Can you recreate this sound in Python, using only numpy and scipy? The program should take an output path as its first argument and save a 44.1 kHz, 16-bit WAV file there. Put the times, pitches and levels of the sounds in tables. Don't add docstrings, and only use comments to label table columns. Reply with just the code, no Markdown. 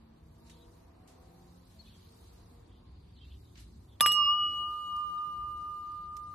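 import sys
import numpy as np
from scipy import signal
from scipy.io import wavfile
from scipy.ndimage import uniform_filter1d

SR = 44100
rng = np.random.default_rng(int(sys.argv[2]) if len(sys.argv) > 2 else 0)


def amplitude_ratio(level_db):
    exponent = np.asarray(level_db, float) / 20
    return 10 ** exponent


def dump_mix(stems):
    frames = np.atleast_2d(stems).T
    limited = np.clip(frames, -1, 1)
    pcm = np.round(limited * 32767).astype(np.int16)
    wavfile.write(sys.argv[1], SR, pcm)


N = 279594
PORTS = np.array([[1], [-1]])

CONTACTS = [
    3.9997,
    4.0072,
    4.0609,
    4.1175,
]
# (level [dB], frequency [Hz], t60 [s], splash of reflections [dB], its treble [dB])
KNOCKS = [
    (-36, 3300, .008, -52, -3),
    (-7.5, 3520, .008, -28, -2),
    (-9, 1550, .004, -29, -4),
    (-32, 3500, .013, -44, -16),
]
KNOCK_LEAD = [.4, .4, .05, .2]
# (time [s], level [dB], frequency [Hz], t60 [s])
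CLACKS = [(4.0072, -13, 1750, .006), (4.0072, -26, 6100, .008), (4.0072, -22, 7700, .008),
          (4.0074, -21, 14000, .005), (4.0074, -27, 9500, .008), (4.06062, -12.5, 2500, .005),
          (4.0075, -39, 480, .03), (4.061, -39, 560, .025), (4.0615, -28, 3300, .018),
          (4.062, -33, 5830, .016), (4.0715, -34, 5200, .014), (4.098, -45, 3700, .02),
          (4.106, -46, 3400, .015), (4.1165, -33, 3700, .012), (4.1185, -40, 5900, .014),
          (4.126, -44, 3600, .02), (4.0085, -30, 850, .008), (4.0612, -24, 945, .012),
          (4.0075, -38, 240, .03), (4.0075, -30, 4800, .01), (4.0755, -33, 2100, .01)]

# (time [s], second rim mode [Hz])
SLOSH = [
    (4.05, 2882),
    (4.11, 2894),
    (4.155, 2892),
    (4.235, 2857),
    (4.265, 2860),
    (4.33, 2897),
    (4.38, 2908),
    (4.6, 2904),
    (5.0, 2903),
]
REST_HZ, THIRD_HZ = 2907, 5211
LOW_HZ, LOW_LOADING = 1206.8, 1.35
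LOADING_HZ = 5500
# (time [s], shift [Hz])
LOW_DRIFT = [(4.02, -2), (4.15, -3), (4.22, -1), (4.32, -3), (4.4, 0), (5, 0), (5.7, 1), (6.3, 3)]
ROCK_S, ROCK_PERIOD_S, ROCK_TAU_S, ROCK_HZ = 4.77, .43, 1.6, (3.2, 2.6)
# (start time [s], split [Hz])
SPLITS = [
    (4.012, 6.8),
    (4.13, 8.3),
    (4.3, 2.68),
    (4.89, 4.26),
]
FIRST_BEAT = -.32
SWING_S, SWING_TURNS, SWING_TAU_S = 4.43, .47, .5

# (time [s], left [dB], right [dB], weak/strong share
LOW_PAIR = [(4.064, -26, -27, 0.2, 0.13), (4.13, -35, -26.5, 0.57, 0.65), (4.195, -30.5, -28.5, 1, 0.9),
            (4.253, -26, -25, 0.97, 0.74), (4.3, -31, -23, 0.61, 0.16), (4.375, -33, -31, 0.73, 0.13),
            (4.46, -32, -28.5, 0.79, .15),
            (4.51, -37.5, -33, 0.76, .15), (4.701, -35.5, -34.5, 0.34, 0.2),
             (5.05, -34.5, -33.5, 0.82, 0.84), (5.401, -36.5, -36, 0.45, 0.5), (5.8, -38.5, -38, .33, 0.46)]
# (time [s], left [dB], right [dB], left
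SECOND_MODE = [(4.075, -23, -21, 0), (4.135, -26.5, -22, -.15), (4.175, -36, -20.3, .1),
               (4.215, -28, -20.8, 1.1), (4.3, -21.8, -24.5, 1.05), (4.335, -23, -29.5, .9),
               (4.365, -28, -36, .7), (4.395, -27.8, -28.5, .55), (4.43, -26.8, -26.6, .45),
               (4.465, -28, -29, .45), (4.515, -34, -34, .45), (4.6, -31, -39, 1), (4.645, -33, -45.5, .8),
                (4.72, -43.5, -53, .35), (4.77, -45.5, -51, .7), (4.9, -43.5, -43.5, 1.25),
                (4.96, -48, -45, 1.6), (5.05, -50.5, -50, 2), (5.18, -54, -55.5, 2),
                (5.32, -55.5, -56.5, 1.5), (5.42, -59.5, -58, 1.5), (5.5, -59, -60, 1.4)]
# (time [s], left [dB], right [dB], left lead [rad])
THIRD_MODE = [(4.075, -32.5, -36.5, -2.6), (4.115, -35.5, -39, -2.7), (4.14, -37.5, -37.5, -3.1),
              (4.165, -38, -39.5, -3.8), (4.2, -47, -44, -4.7), (4.222, -41.5, -43.5, -6),
              (4.265, -42.5, -43.5, -6.5), (4.305, -48.5, -51, -5.9), (4.342, -56.5, -73, -5.2),
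              (4.37, -57, -68, -6.3), (4.44, -63.5, -67.5, -6.3), (4.49, -64.5, -67, -6.2)]
LOW_FIRST, SECOND_FIRST, THIRD_FIRST = (-29, -24.5, 1, 3), (-31, -29, -.05), (-32.5, -36, -2.6)
LOW_FADE_DB, SECOND_FADE_DB, THIRD_FADE_DB = 7.1, 23, 170

# (frequency [Hz], t60 [s], first hit [dB], second hit [dB], bounce [dB])
GLASS = [(5015, .1, -80, -47, -80), (6165, .3, -49, -80, -48), (6245, .22, -41, -52, -50),
         (7550, .2, -48, -80, -60), (7848, .15, -36, -27, -34), (10290, .095, -18, -50, -60),
         (10467, .12, -31, -26, -28), (10742, .08, -33, -46, -80), (11234, .09, -29, -48, -80),
         (11180, .05, -16, -80, -80), (11400, .1, -32, -40, -56), (11580, .09, -32, -25, -80),
         (11755, .09, -60, -39, -45), (11890, .07, -36, -70, -29)]
# (frequency [Hz], t60 [s], first hit [dB],
# second hit [dB], bounce [dB])
BOTTLE_AND_STEM = [(163, .5, -50, -80, -80), (945, .06, -41, -37, -80), (1700, .12, -45, -47, -80),
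                   (1903, .45, -57, -49, -80), (2380, .17, -52, -49, -80), (3213, .15, -80, -45, -80),
                   (3400, .17, -48, -46, -80), (4760, .06, -80, -80, -52), (5760, .06, -80, -38, -43),
                   (8898, .11, -34, -37, -80), (9232, .2, -80, -50, -58), (9640, .07, -23, -34, -50),
                   (10060, .06, -27, -44, -80), (12748, .08, -33, -33, -60),
                   (4122, .25, -80, -47, -58), (4188, .45, -55, -51, -54), (4312, .7, -53, -53, -52),
        (4635, .1, -50, -80, -80), (9479, .08, -37, -80, -80), (9776, .08, -36, -80, -80),
        (10914, .08, -35, -80, -80), (12270, .07, -35, -45, -80), (12607, .07, -35, -46, -80)]
# (frequency [Hz], lead [rad])
PORT_LEAD = [(4200, 0), (4300, .8), (6200, .6), (7850, 1.9), (8900, 2.85), (10000, 2.95), (10400, 3.1),
             (10800, 3.1), (11300, 3.6), (12750, 5.3)]
# (frequency [Hz], lead [rad])
TURNED_LEAD = [(4200, 0), (4300, .8), (6200, .6), (7850, 1.7), (8900, 2.3), (9700, 2.1), (10500, 2.6),
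               (11300, 4.1), (11700, 4.1), (12750, 4.8)]

# (time [s], level [dB], rise [s], t60 [s], top [Hz])
TICKS = [(0.449, -66, 0.021, 0.3, 9300), (.495, -57.5, 0.0028, 0.18, 9000), (1.074, -62, .003, 0.39, 9600),
         (1.689, -69.5, 0.024, 0.59, 9200), (3.5547, -58, 0.0013, 0.09, 5100),
         (3.565, -58, 0.014, 0.2, 6130), (3.585, -59.5, 0.018, 0.2, 12000), (3.624, -70, .01, 0.11, 5000),
         (4.963, -55.5, .001, 0.029, 12000), (5.431, -75, 0.00075, 0.024, 9300),
         (5.919, -58.5, .001, 0.0077, 9140), (6.1669, -48.5, .001, 0.036, 13700)]

# (time [s], firing rate [Hz], level [dB], upper orders under load [dB])
BIKE = [(0, 222, -60, -16), (.4, 232, -65, -2), (.7, 239, -67, 0), (.85, 243, -72, -8),
        (1.05, 248, -70, -9), (1.2, 252, -68, -4), (1.6, 262, -65, -3), (1.72, 262, -74, -8),
        (1.76, 220, -65, -12), (2.2, 230, -69, 2), (2.9, 240, -71, 2), (3.3, 240, -85, 0)]
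# (multiple [1], level [dB])
BIKE_ORDERS = [(1, 0), (2, -6), (3, -17), (4, -15), (5, -18)]
# (time [s], firing rate [Hz], level [dB], upper orders under load [dB])
TRUCK = [(0, 160, -67, -6), (.7, 168, -64, 4), (.95, 170, -65, -8), (1.3, 174, -63, -3), (2, 183, -70, 0),
         (3, 186, -76, 0), (4.6, 183, -72, -3), (5.3, 183, -67, 0), (5.9, 183, -74, -2),
         (6.34, 183, -71, -4)]
# (multiple [1], level [dB])
TRUCK_ORDERS = [(1, 0), (2, -4), (3, -14), (4, -14)]
# (start [s], end [s], start pitch [Hz], end pitch [Hz],
# level [dB])
DRONES = [(.3, 0.55, 1195, 1183, -76), (0.353, 0.86, 927, 939, -72), (.45, 0.803, 466, 480, -74),
          (.85, 1.551, 731, 774, -68.5), (0.788, 1.455, 651, 689, -73), (1.1, 1.69, 492.4, 518, -71),
          (1.746, 1.85, 651, 660, -69), (2.381, 2.576, 687, 693, -72.5), (2.699, 2.997, 1084, 1043, -74),
          (2.841, 2.96, 67.6, 62, -49.5), (3.26, 3.42, 63.5, 71, -47.5), (3.5, 3.795, 59.7, 54.3, -51.5),
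          (3.378, 3.704, 122.7, 102.4, -60), (3.7, 3.83, 226.8, 219, -61.5)]

# (time [s], level [dB], frequency [Hz], length [s], left over right [dB])
CHIRPS = [(0.51, -61, 3780, 0.015, 14), (.6, -66, 3900, 0.058, 4.5), (1.783, -54.5, 4380, 0.041, 12),
          (1.82, -72, 4300, 0.12, 3), (1.868, -66.5, 2550, 0.025, 5), (5.17, -62.5, 3830, 0.026, -3.5),
          (1.812, -64, 3950, 0.027, 3), (1.84, -66, 3450, 0.054, -2), (1.85, -70, 3050, 0.029, 2),
          (1.878, -67, 4350, 0.039, 3), (1.94, -65, 3260, 0.034, 0), (3.162, -65, 4250, 0.028, 0),
          (3.172, -70, 3050, 0.026, -7), (3.205, -59.5, 3200, .028, -9), (3.228, -57, 3180, 0.017, 0),
          (3.23, -65, 2700, .035, -3), (3.238, -67, 4000, 0.03, 0), (3.305, -64, 3100, 0.022, -3),
          (3.312, -63, 3420, 0.027, 0), (3.335, -66, 3150, .02, 0), (3.445, -73, 3780, 0.018, 0),
          (3.578, -62, 2900, 0.02, 0), (5.16, -70.5, 1600, 0.037, -3), (5.165, -70, 1370, .025, 2)]
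# (start [s], end [s], level [dB], start centre [Hz], end centre [Hz], spread [Hz])
FLURRIES = [
    (0.449, 0.654, -85.5, 3970, 3400, 333),
    (1.812, 1.95, -85.5, 4180, 3040, 385),
    (2.677, 2.802, -89.5, 3340, 3360, 284),
    (3.121, 3.212, -87.5, 4750, 3200, 296),
    (3.15, 3.365, -80.5, 3755, 3200, 559),
    (3.426, 3.527, -92, 3620, 3600, 306),
    (3.876, 3.96, -89.5, 3540, 3300, 287),
]

# (nearest time [s], spread [s], rumble [dB], tyre wash [dB])
PASSES = [
    (0.0, 0.12, -66, -71),
    (.5, 0.22, -63, -72.5),
    (1.1, 0.33, -75, -67),
    (2.4, 0.32, -62.5, -69),
    (3.4, 0.39, -57, -90),
    (4.16, 0.077, -57.5, -65),
    (4.55, 0.092, -66, -62),
    (4.9, 0.51, -66, -67),
    (5.7, 0.36, -61, -70.5),
    (6.34, 0.14, -64, -68),
]
# (time [s], spread [s], level [dB])
MOVES = [(.52, 0.14, -78.5), (.75, 0.083, -79), (1.35, 0.18, -78.5), (1.7, 0.2, -78), (2.2, 0.21, -73.5),
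         (3.39, 0.079, -81), (3.65, 0.26, -79.5), (4.25, 0.091, -85), (4.55, .06, -71), (4.85, 0.24, -71.5),
         (5.25, 0.086, -77.5), (5.65, 0.22, -75), (6.34, 0.15, -75.5)]
# (time [s], spread [s], level [dB])
SONG = [(0.0, 0.11, -92), (.55, 0.057, -84), (1.4, 0.14, -95), (1.94, 0.12, -79.5), (2.3, 0.12, -85),
        (3.05, 0.25, -86), (3.26, 0.038, -82), (3.62, 0.038, -79.5), (4.7, 0.076, -81.5),
        (5.0, 0.31, -92.5), (5.97, 0.063, -83), (6.34, .1, -95)]
STILL_RUMBLE_DB, STILL_WASH_DB, STILL_RUSTLE_DB, STILL_TWITTER_DB = -62.5, -73, -87.5, -92
# (frequency [Hz], level [dB])
RUMBLE = [(12, -49), (20, -21.5), (42, -21.5), (69, 6.5), (140, -9), (168, -8.5), (193, -14), (228, -12),
          (400, -19.5), (520, -59.5), (880, -120)]
# (frequency [Hz], level [dB])
WASH = [(100, -32), (150, -7), (230, -12), (300, -6.5), (470, -11.5), (580, -12.5), (750, -13),
        (1000, -13.5), (1220, -17.5), (1330, -22.5), (2000, -26), (3000, -30.5), (3900, -56)]
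# (frequency [Hz], level [dB])
RUSTLE = [(1880, -33.5), (3200, -15), (3970, -1), (5250, -6.5), (6620, -7), (8510, -7.5), (11500, -5.5),
          (12500, -1), (13300, -9.5)]
# (frequency [Hz], level [dB])
TWITTER = [(2200, -14.5), (2700, -13), (3300, -9.5), (4300, -7), (4800, -8), (5200, -25.5)]
# (frequency [Hz], likeness [1])
SAME = [(60, 1.0), (130, 0.98), (280, 0.81), (620, -0.43), (1340, 0.5), (2920, 0.024), (6360, 0.16),
        (13800, -0.78)]
EDGE_HZ = 13250


def evened(x):
    return x / np.sqrt(np.mean(x ** 2) + 1e-20)


def columns(rows, t):
    s, *values = np.transpose(rows)
    return [np.interp(t, s, v) for v in values]


def add(mix, s, sound):
    part = mix[:, round(s * SR):][:, :sound.shape[-1]]
    part += sound[..., :part.shape[1]]


def band(x, lo_hz, hi_hz):
    return signal.sosfilt(signal.butter(2, [lo_hz, min(hi_hz, .45 * SR)], "band", fs=SR, output="sos"), x)


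def ringing(rows, first, fade_db, t):
    first = np.array(first)[:, None]
    reset = np.sin(np.pi / 2 * np.clip((t - CONTACTS[2]) / .002, 0, 1)) ** 2
    left_db, right_db, *rest = first + (columns(rows, t) - first) * reset
    free_db = fade_db * np.maximum(t - rows[-1][0], 0)
    return amplitude_ratio(np.array([left_db, right_db]) - free_db), np.array(rest)


def rim(t):
    def rotor(hz):
        return np.exp(2j * np.pi * np.cumsum(hz) / SR)

    sag = columns(SLOSH, t)[0] / REST_HZ - 1
    starts, split_hz = np.transpose(SPLITS)
    split_now = np.append(0, split_hz)[np.searchsorted(starts, t)]
    beats = FIRST_BEAT + np.cumsum(split_now) / SR
    early = SWING_TURNS * (1 - np.exp(-np.maximum(t - SWING_S, 0) / SWING_TAU_S))
    gain, share = ringing(LOW_PAIR, LOW_FIRST, LOW_FADE_DB, t)
    twin = np.clip(share, 0, 1) * np.exp(-2j * np.pi * np.array([beats + early, beats]))
    rock = np.cos(2 * np.pi * (t - ROCK_S) / ROCK_PERIOD_S) * np.exp(-(t - ROCK_S) / ROCK_TAU_S)
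    rock *= np.clip((t - SWING_S) / .15, 0, 1)
    low_hz = LOW_HZ * (1 + LOW_LOADING * sag) + columns(LOW_DRIFT, t)[0] + ROCK_HZ[0] * rock
    out = gain * (1 + twin) * rotor(low_hz)

    sag = sag + ROCK_HZ[1] * (.7 + rock) * (t > SWING_S) / REST_HZ
    upper_modes = (
        (REST_HZ, SECOND_MODE, SECOND_FIRST, SECOND_FADE_DB),
        (THIRD_HZ, THIRD_MODE, THIRD_FIRST, THIRD_FADE_DB))
    for hz, rows, first, fade_db in upper_modes:
        gain, lead = ringing(rows, first, fade_db, t)
        out += gain * np.exp(.5j * lead * PORTS) * rotor(hz * (1 + sag))
    return out.real * np.clip((t - CONTACTS[1]) / 0.0014, 0, 1)


def knocks():
    out, t = np.zeros((2, N)), np.arange(SR // 2) / SR
    for s, lead, (db, hz, t60, splash_db, treble_db) in zip(CONTACTS, KNOCK_LEAD, KNOCKS):
        tone = np.sin(2 * np.pi * hz * t + lead / 2 * PORTS)
        knock = amplitude_ratio(db - 60 * t / t60) * tone * (1 - np.exp(-t / .0003))
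        scatter = rng.standard_normal((3, len(t)))
        low = band(scatter[0] + .4 * scatter[1] * PORTS, 600, 3600)
        low = evened(band(low, 300, 3600))
        low = low * (amplitude_ratio(-60 * t / .025) + amplitude_ratio(-14 - 60 * t / .11))
        high = band(scatter[1] * PORTS + .6 * scatter[2], 7300, 12800)
        high = evened(band(high, 7300, 12800)) * amplitude_ratio(treble_db - 60 * t / .028)
        add(out, s, knock + amplitude_ratio(splash_db) * (low + high))
    for s, db, hz, t60 in CLACKS:
        tone = np.sin(2 * np.pi * hz * t + columns(PORT_LEAD, hz)[0] / 6 * PORTS)
        add(out, s, amplitude_ratio(db - 60 * t / t60) * tone * (1 - np.exp(-(t / .0003) ** 2)))
    return out


def short_modes():
    out, t = np.zeros((2, N)), np.arange(SR // 2) / SR
    blows = CONTACTS[1:]
    modes = [(1, row) for row in GLASS] + [(0, row) for row in BOTTLE_AND_STEM]
    for k, s in enumerate(blows):
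        drift = np.cumsum(columns(SLOSH, s + t)[0] / SLOSH[0][1] - 1) / SR
        for wet, (hz, t60, *levels) in modes:
            db = levels[k]
            if db <= -80:
                continue
            lead = columns(TURNED_LEAD if k == 1 else PORT_LEAD, hz)[0]
            bent_t = t + wet * max(1, hz / LOADING_HZ) * drift
            phase = 2 * np.pi * (hz * bent_t + rng.random()) + lead / 2 * PORTS
            resets = [again - s for again, new_db in zip(blows, levels) if again > s and new_db > -80]
            held = np.clip(1 - (t - min(resets + [1])) / .001, 0, 1)
            onset = 1 - np.exp(-(t / .0013) ** 2)
            add(out, s, held * amplitude_ratio(db - 60 * t / t60) * np.sin(phase) * onset)
    return out


def ticks():
    out, t = np.zeros((2, N)), np.arange(SR // 3) / SR
    for s, db, rise, t60, top_hz in TICKS:
        grit = rng.standard_normal((3, len(t)))
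        shape = np.clip(t / rise, 0, 1) * amplitude_ratio(db - 60 * np.maximum(t - rise, 0) / t60)
        add(out, s, shape * evened(band(grit[0] + 4.3 * grit[1:], 1400, top_hz)))
    return out


def engine(t, rows, orders):
    hz, db, load_db = columns(rows, t)
    out = np.zeros((2, N))
    for k, order_db in orders:
        waver = evened(np.interp(t, np.arange(60) / 9, rng.standard_normal(60)))
        phase = 2 * np.pi * k * np.cumsum(hz) / SR + .4 * waver + .0009 * k * hz * PORTS
        out += amplitude_ratio(db + order_db + (k > 1) * load_db + 3.5 * waver[::-1]) * np.sin(phase)
    return out


def drones():
    out = np.zeros((2, N))
    for s0, s1, hz0, hz1, db in DRONES:
        u = np.linspace(0, 1, round((s1 - s0) * SR))
        waver = np.interp(u, np.linspace(0, 1, 9), rng.standard_normal(9))
        hz = hz0 + (hz1 - hz0) * u + .013 * hz0 * waver
        phase = 2 * np.pi * np.cumsum(hz) / SR + hz0 / 2500 * PORTS
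        swell = np.sqrt(np.sin(np.pi * u).clip(0))
        add(out, s0, amplitude_ratio(db - .5 + 3 * waver[::-1]) * swell * np.sin(phase))
    return out


def birds():
    out = np.zeros((2, N))
    notes = list(CHIRPS)
    for s0, s1, db, hz0, hz1, spread_hz in FLURRIES:
        for u, v, w, p in rng.random((240, 4)):
            note_db = db + 5 * w + 6 * np.sin(np.pi * u)
            hz = hz0 + u * (hz1 - hz0) + spread_hz * np.arctanh(1.9 * v - .95)
            notes.append((s0 + u * (s1 - s0), note_db, hz, 0.0036 + 0.015 * p, 8 * (p - w)))
    for s, db, hz, length, pan_db in notes:
        t = np.arange(0, length, 1 / SR)
        note = np.sin(2 * np.pi * hz * t * (1 - .15 * t)) * np.hanning(len(t))
        add(out, s, amplitude_ratio(db + pan_db / 2 * PORTS) * note)
    return out


def noise(spectrum, level_db, size, patchy_db):
    hop = size // 4
    hz = np.fft.rfftfreq(size, 1 / SR)
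    log_hz = np.log(hz + 1)
    a, b, c, d, patches = rng.standard_normal((N // hop + 5, len(hz), 5)).T
    patches = uniform_filter1d(patches, size=8, axis=0)
    patches = evened(uniform_filter1d(patches, size=8, axis=1))
    f, db = np.transpose([(0.98, -94)] + list(spectrum) + [(SR, -120)])
    same_hz, likeness = np.transpose(SAME)
    same = np.clip(np.interp(log_hz, np.log(same_hz), likeness), -1, 1)[:, None]
    left = a + 1j * b
    right = same * left + np.sqrt(1 - same ** 2) * (c + 1j * d)
    z = np.array([left, right])
    z *= amplitude_ratio(np.interp(log_hz, np.log(f), db)[:, None] + patchy_db * patches)
    return amplitude_ratio(level_db) * evened(signal.istft(z, nperseg=size, noverlap=size - hop)[1][:, :N])


def swells(rows, still_db, t):
    s, spread, *levels = np.transpose(rows)[..., None]
    bell = np.exp(-.5 * ((t - s) / spread) ** 2)
    return [10 * np.log10(amplitude_ratio(2 * base) + (amplitude_ratio(2 * db) * bell).sum(0)) for db, base in zip(levels, still_db)]


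def garden(t):
    frames = t[::256]
    levels = swells(PASSES, (STILL_RUMBLE_DB, STILL_WASH_DB), frames)
    levels += swells(MOVES, (STILL_RUSTLE_DB,), frames)
    levels += swells(SONG, (STILL_TWITTER_DB,), frames)
    rumble_db, wash_db, rustle_db, twitter_db = (np.interp(t, frames, db) for db in levels)
    rumble = noise(RUMBLE, rumble_db + 2.5, size=2048, patchy_db=1.5)
    wash = noise(WASH, wash_db + 3, size=1024, patchy_db=.7)
    rustle = noise(RUSTLE, rustle_db + 6.5, size=256, patchy_db=2.0)
    twitter = noise(TWITTER, twitter_db + 10.5, size=512, patchy_db=2.0)
    return rumble + wash + rustle + twitter


def scene():
    t = np.arange(N) / SR
    glass = rim(t) + knocks() + short_modes()
    engines = engine(t, BIKE, BIKE_ORDERS) + engine(t, TRUCK, TRUCK_ORDERS) + drones()
    return glass + ticks() + engines + birds() + garden(t)


def starved(x, hole_db, mask_db, slope_db, whim_db):
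    hz, _, z = signal.stft(x, SR, nperseg=1024)
    fine_db = 10 * np.log10(abs(z) ** 2 + 1e-16)
    edges = np.unique(np.geomspace(30, 308, 24).astype(int))
    for lo, hi in zip(edges[:-1], edges[1:]):
        power = (abs(z[:, lo:hi]) ** 2).mean(1)
        level_db = 10 * np.log10(uniform_filter1d(power, size=3, axis=1) + 1e-16)
        usual_db = signal.medfilt2d(level_db + 200, (1, 15)) - 200
        whim = evened(uniform_filter1d(rng.standard_normal(level_db.shape), size=5, axis=1))
        whim = whim * np.sqrt(hz[lo] / EDGE_HZ)
        spare_db = level_db - usual_db + hole_db + 3500 / hz[lo] + whim_db * whim * (level_db < -85)
        octaves = np.log2(hz[hi] / (hz[:lo] + 1))[:, None]
        masker_db = (fine_db[:, :lo] - slope_db * octaves).max(1) - mask_db
        margin_db = np.minimum(spare_db, fine_db[:, lo:hi].max(1) - masker_db + 8 * whim[::-1])
        z[:, lo:hi] *= np.clip(margin_db / 0.46, .03, 1)[:, None]
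    top = hz > EDGE_HZ
    z[:, top] *= fine_db[:, top].mean(1, keepdims=True) > -84
    return signal.istft(z, SR, nperseg=1024)[1][:, :N]


def roll_off(x):
    return signal.sosfilt(signal.butter(12, 15000, fs=SR, output="sos"), x)


def record(dry):
    mid_side = np.array([dry[0] + dry[1], dry[0] - dry[1]]) / 2
    mid, side = starved(mid_side, hole_db=3.5, mask_db=27, slope_db=31, whim_db=6)
    return roll_off(np.array([mid + side, mid - side]))


dry = scene()
out = record(dry)
dump_mix(out)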